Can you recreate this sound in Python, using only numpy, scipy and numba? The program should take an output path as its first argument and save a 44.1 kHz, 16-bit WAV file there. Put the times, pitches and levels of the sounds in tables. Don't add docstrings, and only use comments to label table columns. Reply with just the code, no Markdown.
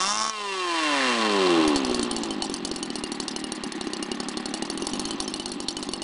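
import sys
import numpy as np
from scipy import signal
from scipy.fft import rfft, irfft
from scipy.io import wavfile
from scipy.ndimage import uniform_filter1d
from numba import njit

SR = 44100
rng = np.random.default_rng(int(sys.argv[2]) if len(sys.argv) > 2 else 0)


def wrap_up_sound(samples):
    columns = np.atleast_2d(samples).T
    tamed = np.clip(columns, -1, 1)
    steps = np.round(tamed * 32767).astype(np.int16)
    wavfile.write(sys.argv[1], SR, steps)


N = 265923
T = np.arange(N) / SR

# time_s, speed_hz [turns/s]
COAST_SPEED = [(0.0, 181.3), (0.098, 205.7), (0.164, 214.1), (0.198, 217.6), (0.292, 221.3), (0.322, 218.6),
               (0.358, 212.5), (0.614, 182.5), (0.738, 167.0), (1.13, 119.0), (1.226, 110.4), (1.538, 84.7),
               (1.646, 77.5), (1.7, 75.0)]
# time_s, speed_hz [turns/s]
IDLE_SPEED = [(1.85, 65), (2.27, 56), (3, 37), (3.4, 37.5), (3.9, 32), (4.6, 36.5), (5.1, 53), (6.03, 47)]


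def crank_speed():
    time_s, speed_hz = np.transpose(list(COAST_SPEED) + list(IDLE_SPEED))
    return np.interp(T, time_s, speed_hz)


def crank():
    turns = np.cumsum(crank_speed()) / SR
    firings_s = np.r_[FIRST_FIRING_S, np.array(IDLE_POPS)[:, 0]]
    at_firing = np.interp(firings_s, T, turns)
    whole = np.r_[0, np.cumsum(np.round(np.diff(at_firing)))]
    return turns + np.interp(T, firings_s, whole - at_firing)


FIRST_FIRING_S, LAST_FIRING_S = .0038, .3
BLIP_DB = 9
# start_s, interval_turns
MISFIRE = [(0, 1), (.124, 2), (.208, 1), (.222, 2), (.2485, 3), (.275, 4)]
# pitch_hz, width_hz, level_db [re broad response]
HOT_PIPE = [(866, 30, -2), (1086, 67, -4), (1330, 29, -18), (3510, 190, 8.5), (5640, 310, -3)]
# pitch_hz, level_db
BARK = [(60, -7), (120, -15), (200, -7.5), (420, -3), (540, -6), (670, -3.5), (880, 1.5), (1100, 4.5),
        (1300, 3.5), (1550, -2.5), (2200, -7), (3100, -23), (3550, -8.5), (4200, -11), (5300, 5),
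        (6800, -4), (8700, -13.5), (9700, -11.5)]


def blip(turns, bark_db=-13.0, gas_db=-3, cool_s=0.0041):
    cooling = np.exp(-np.maximum(0, T - LAST_FIRING_S) / cool_s)
    exhaust = undb(gas_db) * slap(turns) * cooling
    turn, firing_s = 0, FIRST_FIRING_S
    while firing_s < LAST_FIRING_S:
        add(exhaust, firing_s, undb(BLIP_DB) * blast(gas_db=-7, t60=0.006, rise=0.00013))
        turn += [interval for start_s, interval in MISFIRE if start_s <= firing_s][-1]
        firing_s = np.interp(turn, turns, T)
    ringing = exhaust + resonances(exhaust, HOT_PIPE)
    return undb(bark_db) * colour(smear(ringing, wet_db=-6.0, t60=0.0062), BARK)


def blast(gas_db, t60, rise, hold=0):
    gas = np.minimum(1, fade(t60) * 1000 ** (hold / t60))
    gas = gas * (1 - np.exp(-T[:len(gas)] / rise))
    gas = gas * grain(len(gas), spread_db=4.5)
    burst = undb(gas_db) * gas / np.linalg.norm(gas)
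    burst[int(rise * SR)] += 1
    return burst


IDLE_HZ = 40
BOOM_DB, RING_DB = -5, 3
THUD_DB, THUD_DB_PER_OCTAVE = -14.5, 15.5
RING_HZ, RING_HZ_PER_OCTAVE, RING_SCATTER_HZ = 2933, 167, 51
# start_s, crack_db, crack_t60_s, boom_db, ring_db
IDLE_POPS = [(1.677, -15, 0.029, -29, -45), (1.759, -13, 0.038, -29, -34), (1.848, -17.5, 0.011, -34, -51),
             (1.8958, -23.5, 0.012, -20, -43), (1.9123, -26, 0.013, -13, -40),
             (1.9449, -16, 0.098, -32, -45), (1.994, -21.5, 0.017, -15, -47),
             (2.0287, -18.5, 0.027, -36, -32), (2.1117, -17, 0.021, -28, -32),
             (2.164, -17.5, 0.023, -39, -34), (2.234, -19.5, 0.045, -40, -33),
             (2.3064, -19.5, 0.038, -28, -30.5), (2.4219, -14, 0.0085, -37, -29),
             (2.4967, -22.5, 0.021, -19, -45), (2.54, -16.5, 0.019, -34, -38),
             (2.649, -17, 0.024, -24, -37), (2.7137, -20.5, 0.018, -15, -39),
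             (2.7603, -19, 0.023, -25, -41), (2.828, -17.5, 0.023, -30, -32),
             (2.9024, -26, 0.017, -22, -37), (2.9555, -19.5, 0.048, -25, -38),
             (3.037, -17.5, 0.017, -16.5, -30.5), (3.1182, -17, 0.03, -29, -43),
             (3.2005, -18, 0.038, -23.5, -37), (3.2805, -16, 0.036, -28, -37),
             (3.3621, -18, 0.034, -26, -30), (3.4403, -21.5, 0.02, -23, -33.5),
             (3.52, -18.5, 0.013, -24, -39), (3.6365, -19.5, 0.023, -21, -38),
             (3.721, -21.5, 0.019, -30, -46), (3.8105, -21, 0.019, -20, -39),
             (3.87, -25.5, 0.017, -19, -41), (3.9335, -20, 0.017, -25, -35), (4.0263, -20, 0.06, -25, -33),
             (4.1158, -19, 0.018, -18, -30.5), (4.2013, -17, 0.019, -24, -45),
             (4.285, -18.5, 0.051, -32, -50), (4.371, -19, 0.039, -20, -39),
             (4.4566, -17.5, 0.017, -27, -42), (4.539, -16.5, 0.061, -26, -34),
             (4.623, -19.5, 0.015, -21, -35.5), (4.6998, -17, 0.022, -26, -38),
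             (4.775, -19, 0.019, -24, -35), (4.8217, -21, 0.02, -19, -35), (4.8684, -14, 0.015, -24, -41),
             (4.9341, -16, 0.037, -24, -31), (4.995, -15, 0.025, -27, -42), (5.053, -15, 0.025, -29, -36),
             (5.1076, -18.5, 0.03, -42, -31), (5.202, -12.5, 0.019, -37, -36),
             (5.2783, -19.5, 0.021, -36, -34.5), (5.3389, -17.5, 0.011, -31, -33),
             (5.3973, -20.5, 0.049, -33, -29), (5.458, -17.5, 0.0077, -39, -37),
             (5.5173, -20.5, 0.025, -27, -50), (5.6025, -20.5, 0.02, -29, -38),
             (5.6841, -14.5, 0.028, -34, -34.5), (5.7674, -18.5, 0.0087, -22, -29.5),
             (5.8267, -19.5, 0.053, -26, -37), (5.889, -21.5, 0.011, -22, -44),
             (5.935, -17.5, 0.027, -23, -31), (6.0186, -20.5, 0.04, -26, -32)]
# pitch_hz, level_db
CRACK = [(70, -31), (200, -7), (550, 3.5), (830, 11.5), (1150, 2.5), (1600, -7.5), (2500, -29), (3500, 4.5),
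         (4400, 10), (5000, 6), (6300, -0.5), (7000, 0.5), (7800, 5), (8400, -1), (9900, 5.5)]


def pops(turns, crack_db=14.0, after_db=-16, tone_db=2.5):
    out = np.zeros(N)
    above_idle = np.log2(crank_speed() / IDLE_HZ)
    for start_s, db, t60_s, boom_db, ring_db in IDLE_POPS:
        spit, heat = rng.standard_normal(2)
        octaves = np.interp(start_s, T, above_idle)
        tone = [(hz, band_db + tone_db * rng.standard_normal()) for hz, band_db in CRACK]
        charge = blast(gas_db=1.5, t60=t60_s, rise=0.001, hold=0.00092)
        add(out, start_s, undb(db + crack_db) * colour(charge, tone))
        next_turn_s = np.interp(np.interp(start_s, T, turns) + 1, turns, T)
        leftover = blast(gas_db=25.0, t60=0.048, rise=0.0089)
        add(out, next_turn_s, undb(db + after_db + 1.5 * spit) * colour(leftover, tone))
        add(out, start_s, undb(boom_db + BOOM_DB) * ring(369, 0.043))
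        thud_db = db + THUD_DB + THUD_DB_PER_OCTAVE * octaves
        add(out, start_s, undb(thud_db) * ring(44, 0.015))
        ring_hz = RING_HZ + RING_HZ_PER_OCTAVE * octaves + RING_SCATTER_HZ * heat
        add(out, start_s, undb(ring_db + RING_DB) * ring(ring_hz, 0.072))
        short_tones(out, start_s, db)
        strike_metal(out, start_s, db)
    return out


TONE_COUNT, TONE_WAIT_S, TONE_DB = 3, 0.054, -13
TONE_HZ, TONE_RANGE_HZ = 4220, 2280


def short_tones(out, start_s, db):
    for wait, pitch, force in rng.random((TONE_COUNT, 3)):
        tone = ring(TONE_HZ + TONE_RANGE_HZ * pitch, 0.02)
        level_db = db + TONE_DB - 2.7 * wait - 3.9 * force
        add(out, start_s + TONE_WAIT_S * wait, undb(level_db) * tone)


# pitch_hz, level_db, t60_s
METAL = [(770, -35, 0.14), (4396, -20.5, 0.057), (4700, -31, 0.032), (5484, -23.5, 0.047),
         (6376, -22.5, 0.031), (8890, -19.5, 0.025)]


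def strike_metal(out, start_s, db, metal_db=6):
    scatter = rng.standard_normal((len(METAL), 2))
    for (hz, mode_db, t60_s), (detune, force) in zip(METAL, scatter):
        mode = ring(hz * (1 + 0.018 * detune), t60_s)
        add(out, start_s, undb(db + metal_db + mode_db + 3.6 * force) * mode)


SLOW_HZ, SLOW_ROUGH, FAST_HZ, FAST_ROUGH = 58, 0.92, 150, 0.2
THIN_HZ, THIN_DB_PER_OCTAVE = 160.2, 16.5
HUSHED_DB, TAKEOVER_S = -8, 0.12


def running(turns):
    speed = crank_speed()
    rough = np.clip(np.interp(speed, [SLOW_HZ, FAST_HZ], [SLOW_ROUGH, FAST_ROUGH]), .01, 1)
    low = pipe_drone(turns, speed, rough) + bench_shake(turns, speed)
    hush = undb(HUSHED_DB * np.clip(1 - (T - LAST_FIRING_S) / TAKEOVER_S, 0, 1))
    thin = undb(-THIN_DB_PER_OCTAVE * np.maximum(0, np.log2(speed / THIN_HZ)))
    rushing = thin * (casing_whirr(turns, speed, rough) + air_rush(turns, speed, rough))
    return throttle() * (hush * low + rushing)


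# pitch_hz, level_db
PIPE = [(40, -83), (110, -33), (150, -9), (195, -1), (250, 0.5), (300, 1.5), (380, -0.5), (460, -13),
        (560, -9.5), (700, -24), (1500, -53)]
# idle_db, plateau_db, plateau_hz [turns/s], climb_db [per octave]
DRONE = (-72, -43, 81, 37)
# idle_db, plateau_db, plateau_hz [turns/s], climb_db [per octave]
BURBLE = (-52, -42, 76, 19)


def pipe_drone(turns, speed, rough, intake_db=-8, intake_turns=0.4655):
    flow = pumping(turns) + undb(intake_db) * pumping(turns - intake_turns)
    burble = steady(colour(rng.standard_normal(N), PIPE))
    return swell(speed, *DRONE) * colour(flow, PIPE) + swell(speed, *BURBLE) * rough ** 2 * burble


# harmonic [x crank speed], level_db
STROKE = [(1, -20), (2, -9.5), (3, -5), (4, 2.5), (5, 3), (6, 2.5)]


def pumping(turns, wobble=0.004, scatter_db=0.8, count=28):
    angle = 2 * np.pi * (turns + wobble * each_turn(turns))
    orders = np.arange(1, count + 1)
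    gains = undb(np.interp(orders, *np.transpose(STROKE)))
    puffs = sum(gain * np.cos(order * angle) for order, gain in zip(orders, gains))
    return undb(scatter_db * each_turn(turns)) * puffs


# idle_db, plateau_db, plateau_hz [turns/s], climb_db [per octave]
SHAKE = (-78, -56.5, 77, 34)


def bench_shake(turns, speed):
    return swell(speed, *SHAKE) * np.cos(2 * np.pi * turns)


# pitch_hz, level_db
WHINE = [(200, -28), (480, 3), (640, -2), (830, 3.5), (1080, 11.5), (1250, 1), (1550, -1), (1820, 2),
         (2250, -3.5), (2780, 4), (3150, 1.5), (3550, -3.5), (4300, -4.5), (5200, -5.5), (9000, -13.5)]
# pitch_hz, level_db
CASING = [(150, -57.5), (350, -37.5), (480, 3), (600, -8), (690, -8.5), (800, 5), (950, 2), (1130, 4.5),
          (1550, -5), (1830, -8), (2250, -8.5), (2800, -2.5), (3400, -3), (4300, -15), (6500, -64)]
# idle_db, plateau_db, plateau_hz [turns/s], climb_db [per octave]
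WHIRR = (-43, -26, 80.5, 25.5)


def casing_whirr(turns, speed, rough, port_turns=0.25, port_db=-9):
    ticks = slap(turns) - undb(port_db) * slap(turns - port_turns)
    whine = steady(colour(smear(ticks, wet_db=0.5, t60=0.026), WHINE))
    gusts = turbulence(turns, depth=0.94, length=0.044, spread_db=2.0)
    rush = steady(shell(gusts, CASING))
    return swell(speed, *WHIRR) * (np.sqrt(1 - rough ** 2) * whine + rough * rush)


# pitch_hz, level_db
HISS = [(1500, -36.5), (3200, 12.5), (4300, 22), (5000, 11.5), (5700, 8), (6900, -7.5), (7800, 10.5),
        (8500, -24), (10000, -23)]
# idle_db, plateau_db, plateau_hz [turns/s], climb_db [per octave]
AIR = (-59, -32.5, 95, 19.5)


def air_rush(turns, speed, rough):
    gusts = turbulence(turns, depth=1.0, length=0.6, spread_db=5.0)
    return swell(speed, *AIR) * np.sqrt(rough) * steady(colour(gusts, HISS))


PIPE_HZ, PIPE_T60_S, PIPE_SCATTER_HZ = 308.5, 0.14, 16
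PORT_SAG_HZ, PORT_OPEN_TURNS, PORT_WIDTH_TURNS = 85.3, 0.24, 0.13
UNEVEN_TURNS = .03
# pitch_hz, level_db
PUFF = [(60, -38), (130, -12.5), (200, -3), (260, 2), (370, 9.5), (460, -11), (620, -3.5), (1200, -52.5)]


def putter(turns, putter_db=-37, climb_db_per_octave=5, intake_db=-9, intake_turns=0.484,
           puff_db=-3, top_hz=62, fade_db_per_octave=24):
    speed = crank_speed()
    turns = turns + UNEVEN_TURNS * each_turn(turns)
    puffs = colour(slap(turns) + undb(intake_db) * slap(turns - intake_turns), PUFF)
    port_open = np.exp(-.5 * ((turns % 1 - PORT_OPEN_TURNS) / PORT_WIDTH_TURNS) ** 2)
    pitch_hz = PIPE_HZ + PIPE_SCATTER_HZ * each_turn(turns) - PORT_SAG_HZ * port_open
    note = cavity(puffs, pitch_hz, np.log(1000) / (PIPE_T60_S * SR))
    climb_db = climb_db_per_octave * np.log2(speed / IDLE_HZ)
    fade_db = fade_db_per_octave * np.maximum(0, np.log2(speed / top_hz))
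    mix = steady(steady(note) + undb(puff_db) * steady(puffs))
    return throttle() * undb(putter_db + climb_db - fade_db) * mix


@njit
def cavity(x, hz, loss):
    y, z = np.empty(len(x)), 0j
    for i in range(len(x)):
        z = z * np.exp(2j * np.pi * hz[i] / SR - loss) + x[i]
        y[i] = z.imag
    return y


# speed_hz [turns/s], width_octaves, level_db
BUZZ = [(133, 0.23, -28.5), (31.1, 0.41, -44.5)]


def buzz(turns):
    speed = crank_speed()
    gain = sum(undb(db) * np.exp(-.5 * (np.log2(speed / hz) / width) ** 2) for hz, width, db in BUZZ)
    chatter = turbulence(turns, depth=1.7, length=0.16, spread_db=-2.0)
    spectrum = [(500, -36.5), (1000, 4), (1850, 5.5), (2500, 2.5), (5000, -8.0), (10000, -23.5)]
    return gain * steady(shell(chatter, spectrum))


# pitch_hz, width_hz, level_db [re broad response]
SHELL = [(550, 60, -11), (760, 100, -1), (1064, 13, -15.5), (1827, 97, 0.5), (1946, 59, 1.5),
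         (2260, 48, -9.5), (2754, 42, -5.5), (4070, 130, 0), (4200, 56, -5)]


def shell(x, spectrum):
    return colour(x + resonances(x, SHELL), spectrum)


TOUCH_S, TOUCH_ATTACK_S, TOUCH_HOLD_S, TOUCH_RELEASE_S = 3.64, 0.37, 0.95, 0.47
TOUCH_DB, LET_GO_DB = 1.5, -2.5


def throttle():
    corners_s = np.cumsum([TOUCH_S, TOUCH_ATTACK_S, TOUCH_HOLD_S, TOUCH_RELEASE_S])
    return undb(np.interp(T, corners_s, [0, TOUCH_DB, TOUCH_DB, LET_GO_DB]))


def swell(speed, idle_db, plateau_db, plateau_hz, climb_db):
    climbing = undb(plateau_db + climb_db * np.minimum(0, np.log2(speed / plateau_hz)))
    return np.hypot(undb(idle_db), climbing)


def turbulence(turns, depth, length, spread_db, lead_turns=0.067, gulp_turns=0.66, gulp_length=0.023):
    exhaust = np.exp(-((turns + lead_turns) % 1) / length)
    intake = .5 * np.exp(-((turns - gulp_turns) % 1) / gulp_length)
    return grain(N, spread_db) * (1 + depth * (exhaust + intake))


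def slap(turns, scatter_db=1.5, wobble=0.003):
    angle = turns + wobble * each_turn(turns)
    samples_off = np.abs(angle - np.round(angle)) / np.gradient(turns)
    return np.maximum(0, 1 - samples_off) * undb(scatter_db * each_turn(turns))


def each_turn(turns):
    chance = rng.standard_normal(int(N / 100))
    return np.interp(turns + 1, np.arange(len(chance)), chance)


def grain(size, spread_db, order=60):
    flutter = uniform_filter1d(rng.standard_normal(size), order) * np.sqrt(order)
    noise = rng.standard_normal(size) * undb(spread_db * flutter)
    return noise / np.std(noise)


def resonances(x, modes):
    return sum(undb(db) * signal.lfilter(*signal.iirpeak(hz, hz / width, fs=SR), x)
               for hz, width, db in modes)


def ring(hz, t60):
    decay = fade(t60)
    return decay * np.sin(2 * np.pi * hz * T[:len(decay)])


def fade(t60):
    return np.exp(-np.log(1000) * T[:SR // 4] / t60)


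def smear(x, wet_db, t60):
    tail = fade(t60)
    tail = tail * rng.standard_normal(len(tail)) * (T[:len(tail)] > .002)
    return x + undb(wet_db) * signal.fftconvolve(x, tail / np.linalg.norm(tail))[:N]


def colour(x, spectrum):
    hz, db = np.transpose(spectrum)
    size = 4096
    log_bins = np.log(np.fft.rfftfreq(size, 1 / SR) + 1)
    gain = undb(np.interp(log_bins, np.log(hz), db))
    cepstrum = irfft(np.log(gain))
    cepstrum[1:size // 2] *= 2
    cepstrum[size // 2 + 1:] = 0
    response = irfft(np.exp(rfft(cepstrum)))
    return signal.fftconvolve(x, response / np.linalg.norm(response))[:len(x)]


def steady(x):
    return x / np.sqrt(uniform_filter1d(x * x, size=6000) + 1e-12)


def undb(db):
    return 10 ** (np.asarray(db) / 20)


def add(out, start_s, sound):
    start = int(np.clip(start_s * SR, 0, N - 1))
    out[start:start + len(sound)] += sound[:N - start]


def rumble():
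    spectrum = [(25, 9.0), (120, -16.0), (600, 0), (4000, -38.5)]
    return undb(-61.0) * colour(rng.standard_normal(N), spectrum)


def scene():
    turns = crank()
    engine = blip(turns) + running(turns) + buzz(turns) + putter(turns) + pops(turns)
    return np.tile(smear(engine, wet_db=-17, t60=0.057) + rumble(), (2, 1))


TOP_HZ = 10050


def record(dry):
    return signal.sosfilt(signal.ellip(12, .2, 70, TOP_HZ, fs=SR, output="sos"), dry)


dry = scene()
out = record(dry)
wrap_up_sound(out)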